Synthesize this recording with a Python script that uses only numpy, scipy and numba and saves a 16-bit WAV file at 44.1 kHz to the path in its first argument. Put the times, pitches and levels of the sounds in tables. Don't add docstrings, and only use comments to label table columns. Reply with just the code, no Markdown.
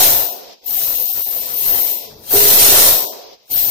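import sys
import numpy as np
from scipy import signal
from scipy.fft import rfft, irfft
from scipy.io import wavfile
from scipy.ndimage import uniform_filter1d
from numba import njit

SR = 44100
rng = np.random.default_rng(int(sys.argv[2]) if len(sys.argv) > 2 else 0)


def attenuation_scalar(level_db):
    decades = np.asarray(level_db, float) / 20
    return 10 ** decades


def unload_wav(signal):
    wavfile.write(
        sys.argv[1],
        SR,
        np.round(np.clip(np.atleast_2d(signal).T, -1, 1) * 32767).astype(np.int16),
    )


N = 163170
KNOCKS_PER_S = 1000


def curve(table, at, log=False, col=1):
    tab = np.array(table, float)
    if log:
        return np.interp(np.log(at + 1), np.log(tab[:, 0]), tab[:, col])
    return np.interp(at, tab[:, 0], tab[:, col])


def unit(x):
    return x / np.sqrt(np.mean(x ** 2))


def colour(x, gain):
    return irfft(rfft(x) * gain(np.fft.rfftfreq(x.shape[-1], 1 / SR)), x.shape[-1])


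def walk(rate):
    return unit(signal.sosfilt(signal.butter(2, rate, fs=SR, output="sos"), rng.standard_normal(N)))


# f/Hz, density/dB per Hz
AIR = [(35, -4), (60, -6.5), (372, 1), (422, 9.5), (955, 0), (1390, -8), (5220, 6), (9500, -23),
       (11200, -17), (19800, -59)]
AIR_DB, AIR_WANDER_DB = -44, 3.6
HISS_HZ, HISS_WIDTH_HZ, HISS_DB = 13600, 1500, -59


def air():
    hum = unit(colour(rng.standard_normal((2, N)), lambda f: attenuation_scalar(curve(AIR, f, log=True))))
    hiss = rng.standard_normal((2, N))
    hiss = unit(colour(hiss, lambda f: np.exp(-((f - HISS_HZ) / HISS_WIDTH_HZ) ** 2)))
    return attenuation_scalar(AIR_DB + AIR_WANDER_DB * walk(2)) * hum + attenuation_scalar(HISS_DB) * hiss


# t/s, knock level/dB, heap share level/dB (links landing on or dragging over the pile)
MOTION = [(0.0, -9, 0), (0.21, -21, -6.5), (0.6, -85.5, -1.5), (0.665, -26.5, -5.5), (0.75, -20, -6.5),
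          (1.49, -28.5, -4.5), (1.7, -15.5, -8), (1.92, -23.5, -6), (2.13, -62.5, -10), (2.24, -49.5, 9),
          (2.33, -10, -6.5), (2.55, -5.5, -5), (2.88, -7.5, -3.5), (3.35, -84, -37), (3.48, -46.5, 12.5),
          (3.515, -21.5, -4), (3.6, -16, -7.5), (3.7, -22, -6.5)]


def motion():
    t = np.arange(N) / SR
    return curve(MOTION, t), curve(MOTION, t, col=2)


@njit
def grains(start, hz, decay, left, right, size):
    out = np.zeros((2, size))
    for k in range(len(start)):
        p, z = np.exp(2j * np.pi * hz[k] / SR - decay[k]), 1 + 0j
        for i in range(start[k], min(size, start[k] + int(4 / decay[k]))):
            out[0, i] += left[k] * z.imag
            out[1, i] += right[k] * z.imag
            z *= p
    return out


def links(modes, level_db, flutter_db=1):
    knock_spread_db, loudest_knock, flutter_hz = 2.5, 3.5, 10
    count = KNOCKS_PER_S * N // SR
    start = rng.integers(0, N, count)
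    force = attenuation_scalar(knock_spread_db * np.minimum(rng.exponential(size=count), loudest_knock))
    force = unit(force) * attenuation_scalar(level_db + flutter_db * walk(flutter_hz))[start]
    out = 0
    for hz, scatter_hz, db, t60 in modes:
        detune, left, right = rng.standard_normal((3, count))
        decay = np.full(count, np.log(1000) / (max(t60, .004) * SR))
        size = force * attenuation_scalar(db) * np.sqrt(4 * decay * SR / KNOCKS_PER_S)
        pitch = np.clip(hz + scatter_hz * detune, 30, 16500)
        out = out + grains(start, pitch, decay, size * left, size * right, N)
    return out / np.sqrt(sum(attenuation_scalar(2 * m[2]) for m in modes))


# f/Hz, scatter between links/Hz, level/dB, t60/s
LINK = [(12915, 25, -3, .1), (13350, 110, -1, .04), (13815, 55, 0, .05), (14110, 80, 0, .05),
        (14460, 110, -3, .04), (15170, 130, -7, .04)]


def hanging_rings(knock_db):
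    return links(LINK, knock_db)


# f/Hz, scatter/Hz, level/dB, t60/s
CLANK = [(2455, 400, -8.5, 0.06), (3197, 300, -5, 0.045), (3912, 240, -4.5, 0.031),
         (4382, 260, -2.5, 0.027), (5265, 330, -3.5, 0.033), (6092, 400, -0.5, 0.03), (7190, 580, -1, 0.03),
         (8674, 500, -1, 0.03), (9730, 500, 2, 0.016), (11420, 968, 1, 0.063)]


def clanks(heap_knock_db):
    return links(CLANK, heap_knock_db - 3.5)


# f/Hz, scatter/Hz, level/dB, t60/s
MAT = [(99.5, 17.5, -12, 0.15), (267, 14, -8.5, 0.028), (398, 6.6, -5.5, 0.03), (537.8, 43.5, -2.5, 0.14),
       (697, 64, -1, 0.03), (890, 143, -4.5, 0.035), (1496, 365, -2.5, 0.014)]


def mat(heap_knock_db):
    return links(MAT, heap_knock_db - 14, flutter_db=2)


# f/Hz, t60/s
ROOM = [(100, 0.23), (500, 1.33), (2000, 0.53), (5000, 0.7), (9000, 0.44), (14000, 0.31)]
ROOM_DB, ROOM_GAP_S = 1, 0.0076


def basement(x):
    size = 50000
    t, tail = np.arange(size) / SR, 0
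    for hz in 60 * 2 ** np.arange(0, 8.5, .5):
        noise = rng.standard_normal((2, size))
        band = colour(noise, lambda f: np.exp(-(np.log2((f + 1) / hz) / .3) ** 2))
        t60 = curve(ROOM, hz, log=True)
        tail = tail + band * attenuation_scalar(-60 * t / t60) * (t > ROOM_GAP_S) * np.sqrt(14 / t60 / SR) * 1.2
    early = np.concatenate([x[:, size // 4::-1], x], axis=1)
    echoes = signal.fftconvolve(early, tail, axes=1)
    return attenuation_scalar(ROOM_DB) * echoes[:, size // 4 + 1:size // 4 + 1 + N]


# t/s, peak level/dB, f/Hz
CLUNKS = [(0.632, -52, 470), (0.672, -33, 430), (0.772, -23, 720), (0.804, -31.5, 672), (0.998, -28.5, 496),
          (1.094, -28, 753), (1.153, -41.5, 649), (1.259, -27.5, 802), (1.358, -29.5, 660),
          (1.439, -38.5, 576), (1.547, -25.5, 434), (1.643, -38.5, 470), (1.708, -31.5, 373),
          (1.839, -46.5, 484), (1.903, -31, 401), (2.032, -27.5, 431)]
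CLUNK_DB, CLUNK_T60_S, CLUNK_PUSH_S = -5, 0.1, 0.0056
CLUNK_RISE, CLUNK_UPPER = 0.034, 1.47


def clunks():
    t, out = np.arange(N) / SR, 0
    for (at, db, hz), pan in zip(CLUNKS, rng.standard_normal((len(CLUNKS), 2))):
        age = np.clip(t - at, 0, 1)
        turn = 2 * np.pi * hz * age * (1 + CLUNK_RISE * age / CLUNK_T60_S)
        ring = (np.sin(turn) + 0.21 * np.sin(CLUNK_UPPER * turn)) * attenuation_scalar(-60 * age / CLUNK_T60_S)
        push = 1 - np.exp(-age / CLUNK_PUSH_S)
        out = out + attenuation_scalar(db + CLUNK_DB + 2 * pan[:, None]) * push * ring
    return out


def shuffle():
    at_s, length_s, centre_hz, level_db = 2.163, 0.11, 126, -47
    swell = np.exp(-((np.arange(N) / SR - at_s) / length_s) ** 2)
    noise = rng.standard_normal(N)
    rumble = unit(colour(noise, lambda f: np.exp(-(np.log2((f + 1) / centre_hz) / 2.2) ** 2)))
    return attenuation_scalar(level_db) * swell * rumble


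# t/s, level/dB
THUDS = [
    (2.333, -13),
    (2.566, -28),
    (2.667, -28.5),
]
# f/Hz, level/dB, t60/s
THUD_MODES = [(407, -7, 0.27), (441, -6, 0.12), (312, 1, 0.036), (690, -9, 0.074)]
THUD_PUSH_S = 0.015


def thuds():
    t, out = np.arange(N) / SR, 0
    for hz, db, t60 in THUD_MODES:
        for at, blow_db in THUDS:
            age = np.clip(t - at, 0, 2)
            push = 1 - np.exp(-age / THUD_PUSH_S)
            ring = attenuation_scalar(-60 * age / t60) * np.sin(2 * np.pi * hz * age)
            out = out + attenuation_scalar(db + blow_db) * push * ring
    return 3 * out * np.ones((2, 1))


def scene():
    knock_db, heap_db = motion()
    chain = hanging_rings(knock_db) + clanks(knock_db + heap_db) + mat(knock_db + heap_db)
    chain = chain + clunks() + thuds()
    return chain + basement(chain) + air() + shuffle()


# f/Hz, left minus right level/dB
MICS = [(100, 5.5), (500, -3), (1500, 3.5), (4000, 2), (10000, -1.5), (12400, 5.5), (14000, 11)]
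DRIVE_DB = 1


def microphones(x):
    side = np.array([[.5], [-.5]])
    return attenuation_scalar(DRIVE_DB) * colour(x, lambda f: attenuation_scalar(side * curve(MICS, f, log=True)))


LIMIT, LIMIT_S, LIMIT_ABOVE_HZ = .43, .01, 12300
CEILING, LOPSIDED = .95, 0.15


def overload(x):
    top = colour(x, lambda f: .5 + .5 * np.tanh((f - LIMIT_ABOVE_HZ) / 300))
    top_power = uniform_filter1d(top ** 2, int(LIMIT_S * SR))
    x = x - top + top / np.sqrt(1 + top_power / LIMIT ** 2)
    x = x / (1 + (x / CEILING) ** 6) ** (1 / 6)
    return x + LOPSIDED * x ** 2


# f/Hz, level under the loudest sound/dB, level of the quietest sound kept/dB
MUTE = [(60, -39, -81), (230, -47, -71), (600, -43.5, -82), (1730, -44.5, -80), (3060, -54.5, -78.5),
        (7240, -42.5, -94), (10000, -46, -92), (11100, -41.5, -82), (13700, -47.5, -90),
        (15600, -33.5, -97)]
# from t/s, to t/s, from f/Hz, to f/Hz, level/dB
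STARVED = [(0.27, .4, 1103, 2300, 6), (.26, .43, 6, 170, 10), (.5, .62, 2, 170, 14),
           (.57, .62, 1200, 2300, 5), (.62, .71, 1050, 1900, 8), (.87, 1.03, 1100, 1800, 1),
           (1.05, 1.091, 850, 2000, 10), (1.05, 1.1, 0, 300, 10), (1.17, 1.2, 1200, 1600, 13),
           (1.25, 1.32, 1050, 1500, 12), (1.28, 1.33, 0, 250, 14), (1.4, 1.5, 1200, 1900, 4.5),
           (1.51, 1.602, 1100, 1800, 3), (1.75, 1.947, 1050, 1900, 4.5), (1.76, 2.0, 0, 200, 9.5),
           (1.95, 2.09, 1050, 1850, 12), (3.06, 3.13, 1100, 2700, 16), (3.06, 3.137, -5, 220, 16),
           (3.2, 3.24, 3, 200, 14), (3.446, 3.531, 1104, 2000, 8.5)]
MUTE_CHANCE_DB, MUTE_FRAME_DB, MUTE_DEPTH_DB = 2, 2.5, -55
GAP_FROM_HZ, GAP_TO_HZ, GAP_DB = 2600, 12000, -60
GAP_RARITY, GAP_IN_VALLEYS, WEAK_SHARE = 1.55, .2, .55


def starve(x):
    f, t, spec = signal.stft(x, SR, nperseg=2048, noverlap=1024)
    line_power = abs(spec) ** 2
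    edges = np.unique(np.round(8 * 1.09 ** np.arange(56) - 8)).astype(int)
    width = np.diff(edges, append=len(f))
    power = np.add.reduceat(line_power, edges, axis=1) / width[:, None]
    total_db = 10 * np.log10(line_power.sum(axis=1, keepdims=True).mean(axis=0) + 1e-12)

    mid = f[edges] + 30
    under_loudest = total_db + curve(MUTE, mid, log=True)[:, None]
    limit = np.maximum(under_loudest, curve(MUTE, mid, log=True, col=2)[:, None])
    limit = limit + MUTE_FRAME_DB * rng.standard_normal((2, 1, power.shape[2]))
    chance = uniform_filter1d(rng.standard_normal(power.shape), size=3) * np.sqrt(3)
    limit = limit + MUTE_CHANCE_DB * chance
    for a, b, lo_hz, hi_hz, db in STARVED:
        limit = limit + db * ((t > a) & (t < b)) * ((mid > lo_hz) & (mid < hi_hz))[:, None]
    muted = .5 - .5 * np.tanh(10 * np.log10(power + 1e-14) - limit)
    gain = np.repeat(attenuation_scalar(MUTE_DEPTH_DB * muted), width, axis=1)

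    luck = uniform_filter1d(rng.standard_normal((len(f) // 16, len(t))), size=2) * np.sqrt(2)
    sliver_power = line_power[:, :-1].sum(axis=0).reshape(len(luck), -1, len(t)).sum(axis=1)
    sliver_db = 10 * np.log10(sliver_power + 1e-14)
    relief_db = sliver_db - uniform_filter1d(sliver_db, size=5, axis=0)
    luck = luck - GAP_IN_VALLEYS * uniform_filter1d(relief_db, size=2)
    line = np.arange(len(f))
    slivers = (luck > GAP_RARITY)[line // 16 % len(luck)] & (line % 16 < 11)[:, None]
    weak = line_power < WEAK_SHARE * uniform_filter1d(line_power, size=15, axis=1)
    gaps = (weak | slivers) * ((f > GAP_FROM_HZ) & (f < GAP_TO_HZ))[:, None]
    gain = gain * attenuation_scalar(GAP_DB * gaps)
    return signal.istft(spec * gain, SR, nperseg=2048, noverlap=1024)[1][:, :N]


# t/s, length/s, level/dB
DROPOUTS = [
    (0.968, 0.011, -10),
    (1.07, 0.033, -4.5),
    (1.133, 0.02, -11.5),
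    (1.241, 0.017, -27),
    (1.303, 0.017, -3.5),
    (3.092, 0.013, -0.5),
]


def dropouts(x):
    t = np.arange(N) / SR
    lost_db = sum(db * np.exp(-((t - at) / length) ** 2) for at, length, db in DROPOUTS)
    return x + (attenuation_scalar(lost_db) - 1) * colour(x, lambda f: f < 2700)


# closes t/s, opens t/s, level/dB
GATE = [
    (0.548, 0.626, -10.5),
    (3.354, 3.501, -12),
]
GATE_SLEW_S = 0.033


def gate(x):
    t = np.arange(N) / SR
    shut_db = sum(db * ((t > a) & (t < b)) for a, b, db in GATE)
    return x * attenuation_scalar(uniform_filter1d(shut_db * 1., int(GATE_SLEW_S * SR)))


def top_cut(x):
    return signal.sosfilt(signal.butter(12, 15780, fs=SR, output="sos"), x)


def record(dry):
    x = overload(microphones(dry))
    x = dropouts(starve(x))
    mix = gate(x)
    return top_cut(mix)


dry = scene()
out = record(dry)
unload_wav(out)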